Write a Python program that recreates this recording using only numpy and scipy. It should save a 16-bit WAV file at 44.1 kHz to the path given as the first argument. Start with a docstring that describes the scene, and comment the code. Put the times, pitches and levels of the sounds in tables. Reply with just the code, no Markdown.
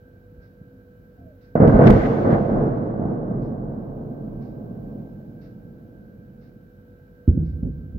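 """Artillery over a town at night, heard from a room where a motor hums and something ticks faintly
about once a second. First come faint thuds and one far dog's howl. At 1.55 s a shell bursts: its
shock fronts (sudden jumps in air pressure) overload the microphone, which crackles. The echoes roll
away for five seconds, ever duller. After one more thud, a gun fires at 7.3 s with a deep double
thump and echoes of its own."""
import sys
import numpy as np
from scipy import signal
from scipy.io import wavfile
from scipy.ndimage import uniform_filter1d, minimum_filter1d

SR = 44100
rng = np.random.default_rng(int(sys.argv[2]) if len(sys.argv) > 2 else 0)


def unload_audio(sound):
    """Save the sound as a 16-bit wav file, at the path given as the first command line argument."""
    columns = np.transpose(np.atleast_2d(sound))
    # keep every value between -1 and 1, then stretch to whole-number steps
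    steps = np.round(np.clip(columns, -1, 1) * 32767)
    wavfile.write(sys.argv[1], SR, steps.astype(np.int16))


N = 351918
TIME = np.arange(N) / SR
BURST_S = 1.553
# The deep tone of gun echoes and rumbles. Each row: frequency in Hz, strength in dB.
DEEP_COLOUR = [(25, -31.5), (70, 3.5), (118, -9), (177, 1), (202, -17.5), (249, -8.5), (289, -15.5),
               (374, -22.5), (500, -33.5), (1200, -70.5), (1560, -106)]


def shell_fronts(strays_per_s=19, span_s=4, fade_db_per_s=9.5, bounce_s=0.00452, bounce_db=-9.5):
    """The shell's shock fronts arrive, then ever fainter stray ones; each bounces off a nearby surface."""
    # The burst and its strongest reflections. Each row: start in seconds, level in dB, length in ms.
    strong = [(1.5538, 0, 1.77), (1.602, -1.5, 2.7), (1.620, -2.5, 4.8), (1.632, 4, 1.52), (1.651, 1, 1.86),
              (1.6755, -0.5, 5.1), (1.7425, -8, 6.3), (1.792, -5, 2.2), (1.861, 3.5, 3.2),
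              (1.871, 3.5, 2.8), (1.8975, 4, 3.9), (1.9115, 3, 4.4), (1.926, -4, 11), (2.272, -10.5, 2.3),
              (2.326, -2, 5.6), (2.559, -12, 4.3), (2.995, -15.5, 3.2), (3.016, -14.5, 3.3),
              (3.053, -13, 3), (3.109, -17.5, 4.5), (3.382, -27, 2.8), (3.733, -34, 1.8), (4.977, -31, 5.8)]
    strays = []
    for when, size, length in rng.random((int(strays_per_s * span_s), 3)):
        delay_s = span_s * when
        db = -11 - fade_db_per_s * delay_s + 7 * (2 * size - 1)
        strays.append((BURST_S + delay_s, db, 2.6 * (.5 + length)))
    direct = list(strong) + strays
    bounced = [(s + bounce_s, db + bounce_db, length_ms) for s, db, length_ms in direct]
    return fronts(direct + bounced, air_hz=876, lag_ms=0.29, low_cut_hz=71, order=6)


def shell_roll(air_db_per_khz_s=5.0, clear_below_hz=690, end_s=6.58, end_db_per_s=24.5):
    """The burst echoes like thunder; later echoes have crossed more air and lost more treble."""
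    # Echo groups, each off one stretch of houses or hills.
    # Each row: start in seconds, length in seconds, level in dB, extra treble in dB.
    echoes = [(1.547, 0.034, -16.5, 2), (1.598, 0.1, -10, -1.5), (1.721, 0.11, -13.5, -0.5),
              (1.788, 0.058, -9.5, 1), (1.851, 0.057, -6, -2), (1.926, 0.047, -13, -1),
              (2.03, 0.028, -33.5, 8), (2.246, 0.12, -19, 6.5), (2.489, 0.19, -19.5, -1),
              (3.012, 0.12, -23, -6.5), (3.282, 0.22, -27, -10.5), (4.238, 0.21, -32.5, -13.5),
              (4.564, 0.46, -34.5, -8)]
    # Slow, deep pressure swells. Each row: start in seconds, length in seconds, level in dB.
    heaves = [(1.672, 0.079, -0.5), (1.905, 0.18, -4), (2.55, 0.059, -27.5)]
    # The tone of all these echoes. Each row: frequency in Hz, strength in dB.
    colour = [(25, -13.5), (39, 2.5), (50, -7.5), (78, -11), (124, 1.5), (210, -1), (330, -3.5),
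              (600, -8.5), (1000, -20.5), (1280, -20), (1581, -26.5), (1992, -40), (2510, -51.5),
              (4000, -79)]
    # The smooth roll between the groups. Each row: frequency in Hz, starting level in dB.
    roll_start = [(60, -19), (200, -15.5), (500, -11.5)]
    # How fast that roll fades. Each row: frequency in Hz, dB lost per second.
    roll_fade = [(60, 6.84), (200, 5.5), (500, 9.23)]
    middle = echo_groups([(s, length, db) for s, length, db, bright in echoes], BURST_S)
    treble = echo_groups([(s, length, db + bright) for s, length, db, bright in echoes], BURST_S)
    bass = echo_groups(heaves, BURST_S) + middle * from_db(-14) ** 2
    age = np.maximum(TIME - BURST_S, 0)
    grain_db = 0.5 * drift(170)   # single echoes stand out in the upper bands
    out = 0
    for hz, band in bands(colour):
        low = at_hz([(65, 0.53), (115, 0.015)], hz)
        high = at_hz([(260, 0), (480, 0.89)], hz)
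        groups = bass ** low * treble ** high * middle ** (1 - low - high)
        roll = blurred_echoes(BURST_S, at_hz(roll_start, hz), at_hz(roll_fade, hz), build_s=0.5)
        absorbed_db = air_db_per_khz_s * age * max(hz - clear_below_hz, 0) / 1000
        out = out + band * np.sqrt(groups + roll) * from_db(high * grain_db - absorbed_db)
    onset = np.clip(age / .003, 0, 1) ** 2
    return out * onset * from_db(-end_db_per_s * np.maximum(TIME - end_s, 0))


def overload_crackles(ragged_db=1.0):
    """Short, ragged crackles of the microphone overloading at the loudest peaks."""
    # Each row: start in seconds, level in dB, time in ms to fade by 60 dB.
    crackles = [(1.6769, -30.5, 16), (1.8412, -26, 5.8), (1.8503, -31, 6), (1.8622, -27.5, 14),
                (1.8711, -21, 47), (1.877, -24.5, 16), (1.9034, -22, 8.8), (1.9076, -21, 7.8)]
    # Their tone. Each row: frequency in Hz, strength in dB.
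    colour = [(1500, 13.5), (2500, 4.5), (4500, -6), (7000, -27.5), (15000, -43)]
    loudness = 0
    for s, db, fade_ms in crackles:
        lost_db = 60 * np.minimum(np.abs(TIME - s) * 1000 / fade_ms, 3)
        loudness = loudness + (TIME > s) * from_db(db - lost_db)
    return loudness * from_db(ragged_db * drift(700)) * noise(colour)


def claps(low_hz=1190, high_hz=1800):
    """Hard house fronts throw the burst back as bright claps."""
    # Each row: start in seconds, length in seconds, level in dB.
    clusters = [(1.81, 0.138, -37.5), (2.0, 0.039, -35), (2.053, .012, -33), (2.305, 0.046, -38.5)]
    bright = cut(rng.standard_normal((2, N)), (low_hz, high_hz), "band")
    return fade_in_out(clusters, edge_s=0.0077) * unit_level(bright)


def sizzle(fade_s=2.18):
    """A bright wash rings on after the hardest fronts, losing 60 dB in fade_s."""
    # Each row: start in seconds, level in dB.
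    starts = [(1.681, -49), (1.869, -40)]
    # Its tone. Each row: frequency in Hz, strength in dB.
    colour = [(1800, 11.5), (2600, 1), (4000, -5.5), (5500, -11.5), (7500, -17), (9000, -38), (15000, -18)]
    power = sum((TIME > s) * from_db(db - 60 * np.abs(TIME - s) / fade_s) ** 2 for s, db in starts)
    return np.sqrt(power) * noise(colour)


def gun(snap_db=-27):
    """A dull blast leaves the barrel with a little snap at first; low, scattered echoes follow."""
    # The blast and its reflections. Each row: start in seconds, level in dB, length in ms.
    blasts = [(7.277, -2, 3.96), (7.283, -3.5, 13), (7.289, -6, 3.6), (7.2962, -6.5, 11.3),
              (7.374, -7, 4.5), (7.382, -17, 13.4), (7.425, -16.5, 7.1), (7.6274, -17, 4.4),
              (7.666, -19.5, 12.6)]
    # Echo groups. Each row: start in seconds, length in seconds, level in dB.
    groups = [(7.30, .14, -22.5), (7.625, 0.061, -22), (7.948, 0.017, -26)]
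    shot_s, first_echo_s = blasts[0][0], groups[0][0]
    roll = blurred_echoes(shot_s, db=-25.5, fade_db_per_s=16, build_s=0.018)
    echoes = noise(DEEP_COLOUR) * np.sqrt(echo_groups(groups, shot_s) + roll)
    direct = [row for row in blasts if row[0] < first_echo_s]
    snap = from_db(snap_db) * fronts(direct, air_hz=800, lag_ms=0, rise=.16, order=2)
    return fronts(blasts, air_hz=354, lag_ms=0.097, rise=0.19) + snap + echoes


def room(sound):
    """Waves standing between the walls lift some pitches and weaken others, differently on each side."""
    # Each row: frequency in Hz, width in Hz, change on the left in dB, change on the right in dB.
    resonances = [(173.5, 25, -6.5, -2.5), (222, 24, 0.5, 2), (273.5, 37, -4.5, -2.5), (378, 57, -4, -6),
                  (486, 47, 3, 0), (866, 130, -4.5, -3), (1120, 55, -0.5, 0), (1390, 220, -5, -4.5),
                  (1510, 62, 6.5, 5), (1740, 150, -1.5, -6), (2010, 100, 7.5, 1)]
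    for hz, width, left_db, right_db in resonances:
        ringing = signal.lfilter(*signal.iirpeak(hz, hz / width, fs=SR), sound)
        sound = sound + (from_db([[left_db], [right_db]]) - 1) * ringing
    return sound


def far_thuds():
    """Fronts from much farther off arrive faint and dull."""
    # Each row: start in seconds, level in dB, length in ms.
    thuds = [(.022, -35.5, 5.7), (.378, -33, 12.5), (.612, -26, 3.8), (1.262, -32, 7.6), (6.93, -14, 0.96)]
    return fronts(thuds, air_hz=210, lag_ms=0.13, low_cut_hz=58)


def dog(blur_hz=70):
    """One falling howl; only its lowest tone carries this far, blurred by taking many paths."""
    # Each row: time in seconds, pitch in Hz, level in dB.
    howl = [(1.16, 700, -68), (1.205, 714, -51), (1.245, 661, -57), (1.285, 633, -54), (1.335, 594, -55),
            (1.38, 594, -78)]
    hz, db = in_time(howl)
    phase = 2 * np.pi * np.cumsum(hz) / SR
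    paths = [drift(blur_hz) * np.sin(phase) + drift(blur_hz) * np.cos(phase) for side in range(2)]
    return from_db(db) * np.array(paths) * (TIME > howl[0][0]) * (TIME < howl[-1][0])


def rumbles_and_moans(moan_hz=262, edge_s=.03):
    """The town's bass swells around two of the thuds, and a soft tone wells up twice."""
    # Each row of both: start in seconds, length in seconds, level in dB.
    rumbles = [(.33, 0.039, -52), (1.2, .07, -47)]
    moans = [(.69, 0.1, -55), (1.21, 0.147, -54.5)]
    tone = np.sqrt(2) * np.sin(2 * np.pi * moan_hz * TIME)
    return fade_in_out(rumbles, edge_s) * noise(DEEP_COLOUR) + fade_in_out(moans, edge_s) * tone


def motor_hum(turns_per_s=49, waver_db=1.5, flutter_db=2.4, wander=.0015):
    """A small motor's tones and a few others waver; standing waves make them differ left and right."""
    # Each row: multiple of the turning rate, level in dB, left minus right in dB, likeness of the sides.
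    harmonics = [(1, -59, 0, 0.94), (2, -57.5, 1, 1), (4, -63, 3, .94), (7, -72, 2, .7),
                 (9, -69.5, -0.5, .56), (10, -58.5, -1, 0.87), (11, -70, -1, 1)]
    # Other tones in the room. Each row: frequency in Hz, then the same three columns.
    other_tones = [(257, -63.5, 2, .94), (1327, -83.5, 3.5, 1), (1577, -67, -3, -0.73)]
    motor_tones = [(multiple * turns_per_s, *rest) for multiple, *rest in harmonics]
    out = 0
    for hz, db, lean_db, alike in motor_tones + list(other_tones):
        phase = 2 * np.pi * np.cumsum(hz * (1 + wander * drift(6.7))) / SR
        apart = np.arccos(alike)
        level_db = db + waver_db * drift(25) + flutter_db * drift(25)
        out = out + np.sqrt(2) * from_db(level_db) * lean(lean_db) * np.sin([phase - apart, phase])
    return out


def whine():
    """Narrow bands of noise make the top of the hum flutter."""
    # Each row: frequency in Hz, width in Hz, level in dB.
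    peaks = [(1521, 60, -72.5), (2340, 55, -89), (2950, 90, -90.5), (3780, 120, -93.5)]
    white = rng.standard_normal((2, N))
    return sum(from_db(db) * unit_level(cut(white, [hz - width / 2, hz + width / 2], "band", order=1))
               for hz, width, db in peaks)


def ticks(rise_s=0.015, hold_s=.055, fade_s=0.34, top_hz=5600):
    """A soft, brief whirr comes about once a second."""
    # Each row: start in seconds, level in dB.
    starts = [(0.406, -71), (1.403, -69), (3.405, -70), (4.407, -68), (5.405, -65.5), (6.405, -70.5),
              (7.44, -69)]
    # Its tone. Each row: frequency in Hz, strength in dB.
    colour = [(1600, 0.5), (2400, -4), (3100, -18.5), (4600, -1.5), (5300, -9)]
    loudness = 0
    for s, db in starts:
        lost_db = 60 * np.clip((TIME - s - hold_s) / fade_s, 0, 2)
        loudness = loudness + np.clip((TIME - s) / rise_s, 0, 1) * from_db(db - lost_db)
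    return cut(noise(colour), top_hz, "low", order=8) * loudness


def night(murmur_db=-52.5):
    """The town murmurs, most restless in the bass, under a thin, wavering hiss."""
    # The tones of murmur and hiss. Each row of both: frequency in Hz, strength in dB.
    town_colour = [(25, -32), (45, -11), (60, -10), (105, -2), (160, -5.5), (220, -7.5), (300, -10.5),
                   (400, -16.5), (650, -20.5), (850, -32), (1150, -32.5), (1450, -35.5), (1900, -52)]
    hiss_colour = [(1800, 3.5), (3000, -4), (5000, -6), (8000, -12.5), (10500, -13.5), (13000, -0.5),
                   (15500, 3.5)]
    # The hiss over time. Each row: time in seconds, level in dB.
    hiss_levels = [(0, -73.5), (1.5, -72.5), (2.7, -80.5), (4, -72), (4.9, -69.5), (6, -72.5)]
    stir = 0.5 * drift(27)
    town = sum(band * from_db(murmur_db + stir * at_hz([(200, 0.66), (450, 0.21)], hz))
               for hz, band in bands(town_colour))
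    return town + from_db(in_time(hiss_levels)[0]) * noise(hiss_colour)


def fronts(rows, air_hz, lag_ms, low_cut_hz=25, rise=0.083, order=4):
    """Pressure jumps, sinks and jumps back like the letter N; air dulls it, and the left gets it later."""
    out = np.zeros(N)
    for s, db, length_ms in rows:
        progress = np.linspace(0, 1, max(int(length_ms * SR / 1000), 2))
        wave = np.interp(progress, [0, rise, 1 - rise, 1], [0, 1, -1, 0])
        at = int(s * SR)
        out[at:at + len(wave)] += from_db(db) * wave[:max(N - at, 0)]
    out = cut(cut(out, air_hz, "low", order=order), low_cut_hz, "high")
    return np.array([np.interp(TIME - lag_ms / 1000, TIME, out), out])


def echo_groups(rows, shot_s, smear_per_s=0.94):
    """The power of echo groups that swell, hold and fall, with softer edges the farther they have come."""
    power = 0
    for s, length, db in rows:
        smear = 1 + smear_per_s * max(s - shot_s, 0)
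        rise = np.clip((TIME - s) / (0.004 * smear), 0, 1)
        fall = np.exp(-np.clip((TIME - s - length) / (0.015 * smear), 0, 20))
        power = power + rise * (from_db(db) * fall) ** 2
    return power


def blurred_echoes(shot_s, db, fade_db_per_s, build_s):
    """The power of countless reflections that build up after a shot, then fade evenly."""
    age = np.maximum(TIME - shot_s, 0)
    return np.clip(age / build_s, 0, 1) * from_db(db - fade_db_per_s * age) ** 2


def fade_in_out(rows, edge_s):
    """The loudness of short sounds that fade in, hold and fade out."""
    return sum(from_db(db) * np.clip(np.minimum(TIME - s, s + length - TIME) / edge_s + 1, 0, 1)
               for s, length, db in rows)


def bands(colour):
    """Stereo noise in slices a third of an octave wide; the two sides are most alike in the bass."""
    # Each row: frequency in Hz, likeness of the sides (1 is the same, -1 is opposite).
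    likeness = [(60, 0.96), (130, 1), (280, 0.84), (480, 0.35), (700, 0.3), (1200, -0.52), (2500, 0.097),
                (15000, -0.17)]
    # Each row: frequency in Hz, left minus right in dB.
    balance = [(130, 0), (260, 1.9), (520, -2.5), (1100, -0.3), (2200, 3.5), (4400, -4.5), (8000, 1.5)]
    edges = 22 * 2 ** (np.arange(30) / 3)
    centres = np.sqrt(edges[1:] * edges[:-1])
    inside = (centres > colour[0][0] / np.sqrt(2)) & (centres < colour[-1][0] * np.sqrt(2))
    gains = from_db(at_hz(colour, centres)) * np.sqrt(np.diff(edges)) * inside
    gains = gains / np.linalg.norm(gains)
    white = rng.standard_normal((2, 2, N))
    for k in np.flatnonzero(inside):
        mid, side = unit_level(cut(white[k % 2], edges[k:k + 2], "band", order=3))
        alike = at_hz(likeness, centres[k])
        pair = np.sqrt((1 + alike) / 2) * mid + np.sqrt((1 - alike) / 2) * side * [[1], [-1]]
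        yield centres[k], gains[k] * pair * lean(at_hz(balance, centres[k]))


def noise(colour):
    """Stereo noise with the given mix of low and high frequencies."""
    return sum(band for hz, band in bands(colour))


def drift(rate):
    """A random wobble that heads for a new value `rate` times a second."""
    knots = rng.standard_normal(2000)
    return np.interp(TIME * rate, np.arange(len(knots)), knots)


def cut(x, hz, kind, order=2):
    """Keep the lows, the highs or one band."""
    return signal.sosfilt(signal.butter(order, hz, kind, fs=SR, output="sos"), x)


def at_hz(points, hz):
    """Read a curve at a frequency, with octaves evenly spaced."""
    frequencies, values = np.transpose(points)
    return np.interp(np.log(hz), np.log(frequencies), values)


def in_time(rows):
    """Read each column of a curve at every sample."""
    s, *columns = np.transpose(rows)
    return [np.interp(TIME, s, column) for column in columns]


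def lean(db):
    """Two gains that make the left louder than the right by `db`."""
    return from_db([[db / 2], [-db / 2]])


def from_db(db):
    """Turn decibels into a multiplier."""
    return 10 ** (np.asarray(db) / 20)


def unit_level(x):
    """Scale a sound to an average power of 1."""
    return x / np.sqrt(np.mean(x ** 2) + 1e-20)


def scene():
    """The booms come in through the room; the whole mix leans a little to the right."""
    booms = room(shell_roll() + claps() + overload_crackles() + sizzle() + gun() + shell_fronts())
    background = motor_hum() + whine() + ticks() + dog() + night() + far_thuds() + rumbles_and_moans()
    return (booms + background) * lean(-1.6)


def record(dry, top_hz=15800):
    """A fast limiter turns down peaks that overload, any excess is clipped, and the top treble is cut."""
    span = int(.004 * SR)
    needed_gain = 1 / np.maximum(np.abs(dry), 1)
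    gain = uniform_filter1d(minimum_filter1d(needed_gain, span), span)
    treble_cut = signal.ellip(10, .1, 80, top_hz, fs=SR, output="sos")
    return signal.sosfilt(treble_cut, np.clip(dry * gain, -1, 1))


dry = scene()
out = record(dry)
unload_audio(out)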